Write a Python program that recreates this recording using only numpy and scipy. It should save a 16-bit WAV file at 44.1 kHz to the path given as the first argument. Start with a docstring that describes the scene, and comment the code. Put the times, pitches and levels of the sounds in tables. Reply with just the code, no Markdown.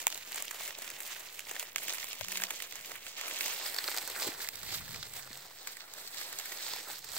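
"""Two armadillos root and shuffle through dry leaf litter, a metre or two from a hand-held microphone pair.
The leaves scrape and crackle in swarms of tiny breaks; stems and twigs snap with a short ring.
There is one tap on the microphone and a few soft knocks. Behind lies the far murmur of the wood;
puffs of wind cross the microphone ports, and two faint low hums, perhaps insects in flight, pass by."""
import sys
import numpy as np
from scipy import signal
from scipy.fft import rfft, irfft
from scipy.io import wavfile
from scipy.ndimage import uniform_filter1d, map_coordinates

SR = 44100
rng = np.random.default_rng(int(sys.argv[2]) if len(sys.argv) > 2 else 0)


def inscribe(sig):
    """Save sig as 16-bit PCM at rate SR to the path in sys.argv[1].

    A 1-D sig is mono; a 2-D sig holds one channel per row.
    Samples are clipped to [-1, 1] before scaling.
    """
    pcm = np.round(np.clip(np.atleast_2d(sig).T, -1, 1) * 32767)
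    wavfile.write(sys.argv[1], SR, pcm.astype(np.int16))


N = 316638

# Leaf colour while rooting close by (frequency [Hz], level [dB])
ROOTING_COLOUR = [(180, -21.5), (300, -12), (411, -10.5), (622, -5), (1010, -4.5), (1400, -7), (1890, -2.5),
                  (2270, -3.5), (3440, -8.5), (5380, -10), (7370, -3), (9610, -11.5), (10800, -13),
                  (14300, -6.5), (15800, -12.5)]
# Leaf colour while walking off through the plants (frequency [Hz], level [dB])
WALKING_COLOUR = [(88, -47), (150, -10), (213, -20.5), (321, -8.5), (587, -5.5), (801, -2), (1250, -5),
                  (1930, -2.5), (2960, -11), (4280, -5.5), (5960, -10), (7990, -3), (9900, -18),
                  (12800, -7.5), (15800, -11.5)]
# Bearing of the busier animal (time [s], lag at the left port [ms])
LEFT_LAG = [(0.2, 0.061), (.75, -0.049), (1.25, 0.038), (1.75, -0.079), (2.75, -0.078), (3.3, -0.1),
            (3.75, -0.014), (4.75, 0.077), (5.25, 0.039), (5.75, -0.095), (6.3, -0.1), (7.1, 0.015)]
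TURN_S = (3.5, 3.65)   # start and end of the near animal's turn away


def from_db(db):
    """Decibels to amplitude gain."""
    return 10 ** (np.asarray(db) / 20)


def in_time(rows):
    """One automation curve for each column after the time."""
    times, *columns = np.transpose(rows)
    return [np.interp(np.arange(N) / SR, times, column) for column in columns]


def at_hz(points, hz):
    """Read a curve along a log frequency axis."""
    point_hz, values = np.transpose(points)
    return np.interp(np.log(hz), np.log(point_hz), values)


def sides(pan_db):
    """Left and right gains for a left-minus-right level."""
    return from_db(np.array([pan_db / 2, -pan_db / 2]))


def band(x, low_hz, high_hz):
    """Gentle band-pass."""
    return signal.sosfilt(signal.butter(2, [low_hz, high_hz], "band", fs=SR, output="sos"), x)


def drift(rate_hz):
    """Smooth random wander of rms 1."""
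    step, settle = 40, 2000
    pole = np.exp(-2 * np.pi * rate_hz * step / SR)
    noise = rng.standard_normal(N // step + settle + 2)
    slow = signal.lfilter([1], [1, -2 * pole, pole * pole], noise)[settle:]
    return np.interp(np.arange(N) / step, np.arange(len(slow)), slow / np.sqrt(np.mean(slow ** 2)))


def stereo_noise(colour):
    """Coloured noise, narrow in the low mids and wide at both extremes; the mono mix has rms 1."""
    # Likeness of left and right (frequency [Hz], correlation [0-1])
    likeness = [(30, .04), (70, .45), (130, .66), (500, .82), (1000, .6), (3000, .5), (12000, 0.2)]
    hz = np.maximum(np.fft.rfftfreq(N, 1 / SR), 1)
    alike = at_hz(likeness, hz)
    mid, side = rfft(rng.standard_normal((2, N))) * from_db(at_hz(colour, hz))
    pair = irfft(np.sqrt(1 + alike) * mid + np.sqrt(1 - alike) * side * [[1], [-1]], N)
    return pair / np.std(pair.mean(axis=0))


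def wood_murmur(level_db=-58):
    """The distant wood: a steady bed of noise."""
    # Colour of the murmur (frequency [Hz], level [dB])
    murmur_colour = [(15, -32), (25, -2), (53, 11), (527, 19), (1360, -9), (2030, 20), (6490, -4.5),
                     (7830, -53), (10300, -58), (12700, -14), (15800, 23)]
    return from_db(level_db) * stereo_noise(murmur_colour)


def wind(breeze_db=-74.5, pan_db=5.0):
    """Air buffets the microphone ports: a lumpy low breeze, with gusts that swell and fade."""
    # Colour of the rumble (frequency [Hz], level [dB])
    rumble_colour = [(15, -30), (30, -7), (45, -8), (80, -4.5), (110, -5), (170, -7.5), (250, -18),
                     (400, -42)]
    # Puffs of wind (start [s], swell [s], fade [s], top level [dB])
    gusts = [(2.19, 0.045, 0.097, -61), (4.22, .06, .1, -65), (4.3, 0.5, 0.72, -53),
             (6.96, 0.15, .15, -64.5)]
    t = np.arange(N) / SR
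    gust_db = sum(np.interp(t, np.cumsum(times), [0, top_db - breeze_db, 0]) for *times, top_db in gusts)
    level = from_db(breeze_db + gust_db + 1.7 * drift(6.1))
    return level * stereo_noise(rumble_colour) * sides(pan_db)[:, None]


def wing_hums():
    """Wing beats: a low tone and its octave, wavering a little in pitch and level."""
    # Passing hums (start [s], end [s], pitch [Hz], fundamental level [dB], octave level [dB])
    flights = [(2.253, 2.51, 187, -60.5, -66.5), (4.675, 5.63, 134.3, -66.5, -81)]
    out, t = 0, np.arange(N) / SR
    for start, end, hz, level_db, octave_db in flights:
        phase = 2 * np.pi * np.cumsum(hz * (1 + 0.0015 * drift(3.8))) / SR
        fade_in, fade_out = (t - start) / 0.02, 3.3 * (end - t) / (end - start)
        swell = np.clip(np.minimum(fade_in, fade_out), 0, 1) * from_db(0.82 * drift(4.0))
        tone = from_db(level_db) * np.sin(phase) + from_db(octave_db) * np.sin(2 * phase)
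        out = out + np.sqrt(2) * swell * tone
    return out


def low_thuds(attack_s=0.001):
    """A tap on the microphone at the left, then soft knocks: each a few cycles of a damped low ring."""
    # Low thuds (time [s], level [dB], pitch [Hz], t60 [s], left minus right [dB])
    thuds = [(2.209, -50, 105, .09, 21), (4.27, -30, 380, 0.044, 0), (4.287, -29, 303, 0.024, -2),
             (5.306, -39.5, 250, 0.023, -2)]
    out, t = np.zeros((2, N)), np.arange(SR // 5) / SR
    for start, level_db, hz, t60, pan_db in thuds:
        envelope = from_db(level_db - 60 * t / t60) * np.minimum(t / attack_s, 1)
        ring = np.sin(2 * np.pi * hz * t) * envelope
        out[:, int(start * SR):int(start * SR) + len(t)] += sides(pan_db)[:, None] * ring
    return out


def sharp_clicks(middle_db=-19.5, ring_lift_db=8.5, ring_octaves=0.87, crest_db=6):
    """Snapping stems, and one tap on the microphone at 2.21 s: each a noise burst with a short ring."""
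    # Sharp clicks (time [s], level [dB], ring [Hz], relative bass below 1.2 kHz [dB],
    # relative treble above 6 kHz [dB], left minus right [dB], t60 [s])
    clicks = [(0.068, -8.5, 1010, -17.5, -14.5, -6, 0.0064), (0.077, -24, 2200, -38, -11, -4, 0.015),
              (0.101, -32, 4340, -21, -10, -2.5, 0.014), (0.124, -22.5, 3150, -29, -21, -8, 0.014),
              (0.144, -32.5, 4150, -34, -8, -2.5, 0.014), (0.175, -30, 4410, -30, -12, -7, 0.012),
              (0.319, -30, 2670, -23, -9, -5, 0.013), (0.344, -32, 2680, -13, -7, -2, 0.016),
              (0.357, -25.5, 1020, -21, -9.5, -5, 0.025), (0.377, -23.5, 1870, -27, -20, 1, 0.015),
              (0.401, -28, 1090, -16.5, -15, -1.5, 0.017), (0.423, -32.5, 2070, -14, -0.5, -5, 0.0091),
              (0.452, -38, 2040, -24, -3, -6, 0.012), (0.509, -22.5, 1910, -20.5, -15, -6, 0.012),
              (0.512, -27, 1910, -25, -15, -11, 0.013), (0.544, -31, 4750, -13, -16, -1.0, 0.015),
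              (0.607, -30.5, 592, -8.5, -13, -3, 0.013), (0.633, -32, 4160, -22, -13, -1.5, 0.019),
              (0.658, -28.5, 2590, -27, -15, -2.5, 0.013), (0.676, -26.5, 1930, -33, -13, -2.0, 0.03),
              (0.706, -26.5, 2180, -25, -29, -6, 0.0093), (0.785, -28.5, 589, -16, -12.5, -6, 0.017),
              (0.819, -32.5, 4070, -20, -9, -1.5, 0.024), (0.876, -28, 2100, -33, -18, -3.5, 0.014),
              (0.901, -27.5, 2330, -22, -11.5, -4, 0.015), (1.003, -28.5, 2280, -27, -10, -4, 0.017),
              (1.075, -36, 2530, -21, -7, -2.0, 0.019), (1.392, -22.5, 2480, -28, -16, -6, 0.011),
              (1.403, -29.5, 3080, -28, -14, -11, 0.02), (1.468, -29, 2290, -21, -28, -7, 0.016),
              (1.492, -28, 2510, -21, -15, -4, 0.02), (1.511, -27, 1990, -12, -10.5, -4, 0.015),
              (1.553, -28, 2040, -23, -16, -5, 0.018), (1.563, -22.5, 1740, -21, -25, -6, 0.013),
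              (1.595, -25.5, 3120, -34, -7.5, -7, 0.015), (1.626, -26.5, 2570, -12, -19, -8, 0.012),
              (1.759, -14, 2060, -24, -18.5, -6.5, 0.013), (1.781, -21, 2590, -30, -20, -9, 0.014),
              (1.825, -33, 3290, -28, -22, -9, 0.015), (1.881, -22, 2310, -30, -16, -2.5, 0.015),
              (1.935, -25, 1850, -32, -13, -9, 0.015), (1.982, -24.5, 2550, -20.5, -23, -10, 0.015),
              (2.027, -22, 2250, -36, -36, -8, 0.024), (2.042, -26, 2350, -19, -13, -7, 0.012),
              (2.13, -25.5, 2510, -24, -16, -7, 0.0083), (2.151, -39, 2450, -31, -16, -9, 0.015),
              (2.209, -17, 580, -19.5, -26, 13, 0.018), (2.245, -27, 3130, -19, -16, -6, 0.012),
              (2.283, -25.5, 2350, -31, -13, -6, 0.015), (2.318, -23.5, 2000, -20, -12, -7, 0.025),
              (2.355, -21.5, 2670, -20, -25, -3, 0.015), (2.371, -19.5, 2700, -37, -14.5, -6, 0.022),
              (2.399, -24, 1770, -34, -26, -2.0, 0.015), (2.419, -20.5, 1740, -32, -20, -6, 0.013),
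              (2.436, -15.5, 2400, -22.5, -15.5, -6, 0.012), (2.504, -19, 2240, -19.5, -16, -5.5, 0.032),
              (2.559, -37, 2130, -22, -7, -16, 0.015), (2.601, -22.5, 2200, -36, -22, -12, 0.013),
              (2.621, -23.5, 2600, -31, -15, -9, 0.018), (2.723, -28.5, 2160, -25, -16, -8, 0.013),
              (2.755, -25.5, 912, -20, -17, -9, 0.015), (2.858, -35, 3000, -29, -10, -4.5, 0.015),
              (2.916, -28, 1950, -14, -19, -10, 0.012), (2.96, -30, 2310, -19, -33, -8, 0.017),
              (3.065, -26.5, 2540, -29, -20, -8, 0.013), (3.181, -38, 2150, -7, -7, -4, 0.015),
              (3.211, -23, 2250, -23, -16, -9, 0.015), (3.279, -26.5, 2340, -25, -18, 4, 0.021),
              (3.309, -22.5, 2030, -33, -23, -4, 0.018), (3.359, -28, 3270, -21, -14, -3.0, 0.02),
              (3.387, -30, 2260, -34, -9, -10, 0.015), (3.407, -15, 2230, -32, -19, -6, 0.018),
              (3.459, -22, 2100, -36, -13, -5, 0.015), (3.479, -25, 2460, -17.5, -11, -4, 0.02),
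              (3.658, -20.5, 5000, -28, -30, 6, 0.032), (3.743, -22, 5220, -21, -17, 6, 0.021),
              (3.762, -20.5, 4600, -20.5, -18, -5, 0.021), (3.784, -11.5, 4260, -31, -28, -4, 0.024),
              (3.841, -19, 4230, -37, -29, -1.0, 0.013), (3.878, -15, 4160, -37, -35, -4, 0.009),
              (3.883, -15, 1020, -16, -30, -7, 0.017), (3.914, -24, 3430, -18, -21, -1.5, 0.019),
              (3.943, -21, 1200, -18, -19, -3, 0.015), (3.964, -22, 5200, -18, -16, -1.0, 0.015),
              (3.972, -17.5, 4640, -21, -15.5, -2, 0.023), (3.981, -18, 4740, -23, -16, -3, 0.025),
              (4.075, -27, 1630, -15, -7, -9, 0.012), (4.099, -25.5, 4200, -19, -13, 1, 0.013),
              (4.161, -26, 1870, -12, -22, -3, 0.017), (4.197, -26, 4790, -28, -21, -4, 0.02),
              (4.22, -20.5, 4570, -15.5, -25, -1.5, 0.016), (4.243, -31, 4240, -16, -11, 0, 0.022),
              (4.404, -26.5, 1990, -31, -27, 1, 0.01), (4.443, -27, 2220, -33, -26, -11, 0.022),
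              (4.473, -27, 2160, -27, -16, -8, 0.014), (4.487, -19.5, 2630, -28, -15, -7, 0.0095),
              (4.555, -29.5, 4500, -38, -12, -8, 0.015), (4.63, -29, 4140, -16, -12, -7, 0.02),
              (4.723, -31, 4020, -16, -16, -4.0, 0.015), (4.811, -38, 2100, -27, -13, -4, 0.016),
              (4.879, -31.5, 1670, -24, -19, -5, 0.0083), (4.943, -25, 2290, -33, -23, -8, 0.017),
              (4.959, -30, 3740, -37, -17, -12, 0.015), (5.027, -22, 4140, -23.5, -25, -8, 0.021),
              (5.135, -37.5, 1490, -21, -4, -7, 0.015), (5.273, -35.5, 1980, -23, -17, -3, 0.015),
              (5.329, -29, 4360, -32.5, -17, -4, 0.015), (5.373, -34, 4380, -23, -9.5, -2.5, 0.012),
              (5.671, -25, 2430, -34, -14, 0.0, 0.031), (5.768, -30, 2060, -25, -14, -11, 0.015),
              (5.805, -30.5, 2710, -34, -31, -12, 0.02), (5.936, -35.5, 4160, -15, -7, -7, 0.015),
              (6.073, -31.5, 4200, -43, -12, 2, 0.025), (6.143, -32, 1640, -23, -12, 1, 0.02),
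              (6.212, -22, 1160, -24, -21, -1.0, 0.017), (6.326, -28.5, 1960, -17, -12, -3, 0.02),
              (6.386, -26, 4550, -22, -9.5, -7, 0.021), (6.396, -25.5, 2820, -27, -13, -7, 0.022),
              (6.456, -30, 2060, -30, -11, 1, 0.018), (6.518, -25, 2170, -22, -19, -7, 0.025),
              (6.625, -31, 4200, -28, -19, 0, 0.018), (6.664, -26.5, 3990, -19, -18, -1.5, 0.017),
              (6.735, -23, 4650, -15, -25, 1, 0.01), (6.762, -25.5, 598, -14.5, -19, -5, 0.01),
              (6.899, -28, 902, -13, -20, -3, 0.015), (6.989, -37, 5400, -27, -9, -12, 0.015),
              (7.044, -31, 4930, -20, -12, -5, 0.017), (7.116, -36, 5060, -25, -7, -7, 0.018),
              (7.134, -32, 4560, -20, -21, -8.5, 0.015), (7.164, -21.5, 4260, -17, -21, -4, 0.026)]
    # Crossovers of the five click bands (frequency [Hz])
    edges = [300, 1200, 3000, 6000, 10000, 16000]
    start, level_db, ring_hz, bass_db, treble_db, pan_db, t60 = np.transpose(clicks)[..., None]
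    size, click_length = 2048, SR // 25
    t, hz = np.arange(size) / SR, np.maximum(np.fft.rfftfreq(size, 1 / SR), 1)
    noise = rng.standard_normal((len(clicks), 3, size))
    crack = (noise[:, :1] + .5 * noise[:, 1:]).transpose(1, 0, 2)   # mostly shared by left and right
    rise = np.minimum(t / (0.05 * t60), 1) ** 2   # slow crunches also swell slowly
    envelope = rise * (from_db(-60 * t / t60) + .04 * from_db(-60 * t / .04))
    tuning, q = hz / ring_hz, ring_hz / 550   # higher pieces ring sharper
    ring = 1 + 1.5 / (1 + 1j * q * (tuning - 1 / tuning))   # one resonance over a flat crack
    colour = from_db(np.where(start < TURN_S[1], at_hz(ROOTING_COLOUR, hz), at_hz(WALKING_COLOUR, hz)))
    lag_s = np.interp(start, *np.transpose(LEFT_LAG)) / 1000 + rng.normal(0, .000015, start.shape)
    delay_s = np.array([lag_s, 0 * lag_s]) + .0002   # the nearer port hears it first
    arrival = np.exp(-2j * np.pi * hz * delay_s)
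    pair = irfft(rfft(crack * envelope) * ring * colour * arrival) * sides(pan_db)
    bursts = 0
    for k, (low, high) in enumerate(zip(edges, edges[1:])):
        part = band(band(pair, low, high), low, high)[..., :click_length]
        attack = part[..., :SR // 100]   # each band is levelled on its first 10 ms
        strength = np.std(attack.mean(axis=0), axis=1) + .3 * np.std(attack, axis=(0, 2))
        octaves_off = np.log2(np.sqrt(low * high) / ring_hz)
        body_db = middle_db + ring_lift_db * np.exp(-(octaves_off / ring_octaves) ** 2)
        band_db = [bass_db, body_db, body_db, treble_db, treble_db + 0.5][k]
        bursts = bursts + part / strength[:, None] * from_db(level_db + band_db - crest_db)
    out = np.zeros((2, N + size))
    for onset, burst in zip(start[:, 0], bursts.transpose(1, 0, 2)):
        out[:, int(onset * SR):int(onset * SR) + click_length] += burst
    return out[:, :N]


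def leaf_breaks(per_s, spread_db, t60, clump_db):
    """Power envelope of a swarm of tiny breaks: clumped in time, a few large, all dying fast."""
    born = rng.random(N) < per_s * from_db(clump_db * drift(25.0)) / SR
    impulses = born * from_db(2 * spread_db * np.minimum(rng.exponential(1, N), 2.9))
    power = signal.lfilter([1], [1, -from_db(-120 / (t60 * SR))], impulses + 1e-18)
    local_mean = uniform_filter1d(power, SR // 6) + 0.13 * power.mean()
    return 1.28 * power / local_mean   # mean near 1, so the animal's stroke sets the level


def leaf_rustle(pan_db=-5.5):
    """Armadillos rub the leaves: each band mixes scrape, common breaks and breaks of its own size."""
    # Shuffling strokes (time [s], level [dB], brightness [dB])
    strokes = [(0, -42.5, 2.5), (.05, -48.5, -4), (.14, -47.5, 0.5), (.26, -52, 1.5), (.36, -42, -2),
               (.46, -49.5, 1.5), (.56, -47, -1), (.67, -43, -0.5), (.75, -52, -1.5), (.86, -46.5, -2),
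               (.97, -48.5, -2), (1.1, -45.5, 1), (1.25, -49, -2), (1.37, -52.5, -2.5), (1.44, -52, -3.5),
               (1.52, -46.5, -2), (1.62, -46, 1.5), (1.74, -55.5, -2), (1.78, -48, 1), (1.9, -42.5, 1.5),
               (2.04, -47, 0), (2.16, -50.5, -0.5), (2.26, -50, 0.5), (2.36, -44.5, -0.5), (2.44, -43.5, 3),
               (2.48, -48, 0.5), (2.6, -47.5, -0.5), (2.7, -53.5, 0), (2.74, -48, -1), (2.83, -51, -0.5),
               (2.94, -46.5, -2), (3.0, -54.5, -3), (3.07, -47.5, -0.5), (3.14, -50.5, -1), (3.24, -42, -2),
               (3.36, -42, 0), (3.46, -38.5, -0.5), (3.62, -43, 1), (3.68, -40, 2), (3.72, -45, 2),
               (3.9, -41, 0), (4.14, -44.5, 0), (4.23, -37, 1), (4.37, -46, -2), (4.42, -42.5, 1),
               (4.52, -52, 1), (4.74, -41, 2), (4.84, -51, 1), (4.95, -47, 0.5), (5.0, -50, 2),
               (5.1, -51.5, 0.5), (5.16, -45.5, 2), (5.27, -52.5, 1), (5.36, -49, 0), (5.5, -54, 0),
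               (5.65, -51.5, -0.5), (5.7, -48.5, 1.5), (5.9, -55.5, -2.5), (5.98, -47, -0.5),
               (6.1, -52.5, 1.5), (6.18, -43.5, 3), (6.3, -46.5, -1.5), (6.42, -46, 2), (6.57, -45, 1.5),
               (6.73, -42.5, 0.5), (6.86, -49, 2), (6.91, -43.5, 2.5), (7.0, -55, 3), (7.12, -47.5, 0.5),
               (7.18, -41, 2.5)]
    # Swish at 3.2-6 kHz against the rest of the rustle (time [s], level [dB])
    swish = [(0, -1), (.4, -0.5), (1.1, -2), (1.5, -1.5), (2.3, 2.5), (3.2, 0), (3.7, -1.5), (4.2, -1.5),
             (4.7, -0.5), (5.5, -2), (6.1, 1.5), (6.5, -1), (6.72, 0.5), (6.9, -1), (7.18, 2)]
    # Crackle against scrape, lower as the animals move off (time [s], share of breaks [0-1])
    brittleness = [(0, 0.36), (1, 0.3), (2, 0.54), (3, 0.33), (3.7, 0.11), (4.4, 0.3), (5, 0.25),
                   (5.8, 0.25), (6.5, 0.14), (7.18, 0.32)]
    # Band trims, bass first (level [dB])
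    trim_db = [-2, -5, -3, -2, 3, -10, 0.5]
    # How each band follows the brightness, bass first (slope [dB per dB])
    tilt = [-.9, -.6, -.3, 0, .4, .8, .9]
    edges = [150, 450, 1200, 1900, 3200, 6000, 9500, 16500]   # crossovers [Hz]
    level_db, bright_db = in_time(strokes)
    swish_db, = in_time(swish)
    brittle, = in_time(brittleness)
    away = np.interp(np.arange(N) / SR, TURN_S, [0, 1])
    scrape = np.sqrt(1 - away) * stereo_noise(ROOTING_COLOUR)
    scrape += np.sqrt(away) * stereo_noise(WALKING_COLOUR)
    lag_samples = in_time(LEFT_LAG)[0] * SR / 1000
    scrape[0] = map_coordinates(scrape[0], [np.arange(N) - lag_samples], order=5, mode="mirror")
    common = leaf_breaks(per_s=350, spread_db=1.5, t60=0.017, clump_db=8)
    sized = [leaf_breaks(per_s=200, spread_db=10.5, t60=0.0033 + 0.77 / hz, clump_db=6) for hz in edges]
    patch_db = [2.0 * drift(14.2) for _ in edges]   # each leaf has its own colour
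    out = 0
    for k, (low, high) in enumerate(zip(edges, edges[1:])):
        crackle = 1.16 * common + 0.47 * (sized[k] + sized[k + 1])
        power = 1 - brittle + brittle * crackle
        colour_db = trim_db[k] + tilt[k] * bright_db + patch_db[k] + (low == 3200) * swish_db
        polarity = (-1) ** k   # alternate signs join the bands
        out = out + band(scrape * np.sqrt(power), low, high) * from_db(colour_db) * polarity
    return out * from_db(level_db) * sides(pan_db)[:, None]


def scene():
    """The stereo mix: rustle, clicks and thuds in front, hums, wind and wood behind."""
    return leaf_rustle() + sharp_clicks() + low_thuds() + wing_hums() + wind() + wood_murmur()


def record(dry):
    """The two ports differ in colour and peak near 15.6 kHz; two steep low-passes cut the top."""
    # Balance of the ports (frequency [Hz], left minus right [dB])
    balance = [(60, -5), (500, 6), (1000, 5), (3000, 2), (8000, 0), (13000, 4.5)]
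    hz = np.maximum(np.fft.rfftfreq(N, 1 / SR), 1)
    lift = 1 + .5 * np.exp(-((hz - 15600) / 700) ** 2)
    ports = irfft(rfft(dry) * sides(at_hz(balance, hz)) * lift, N)
    for order, cutoff_hz in [(10, 15780), (8, 16600)]:
        ports = signal.sosfilt(signal.ellip(order, .5, 40, cutoff_hz, fs=SR, output="sos"), ports)
    return ports - .0006   # the converter's steady offset


dry = scene()
out = record(dry)
inscribe(out)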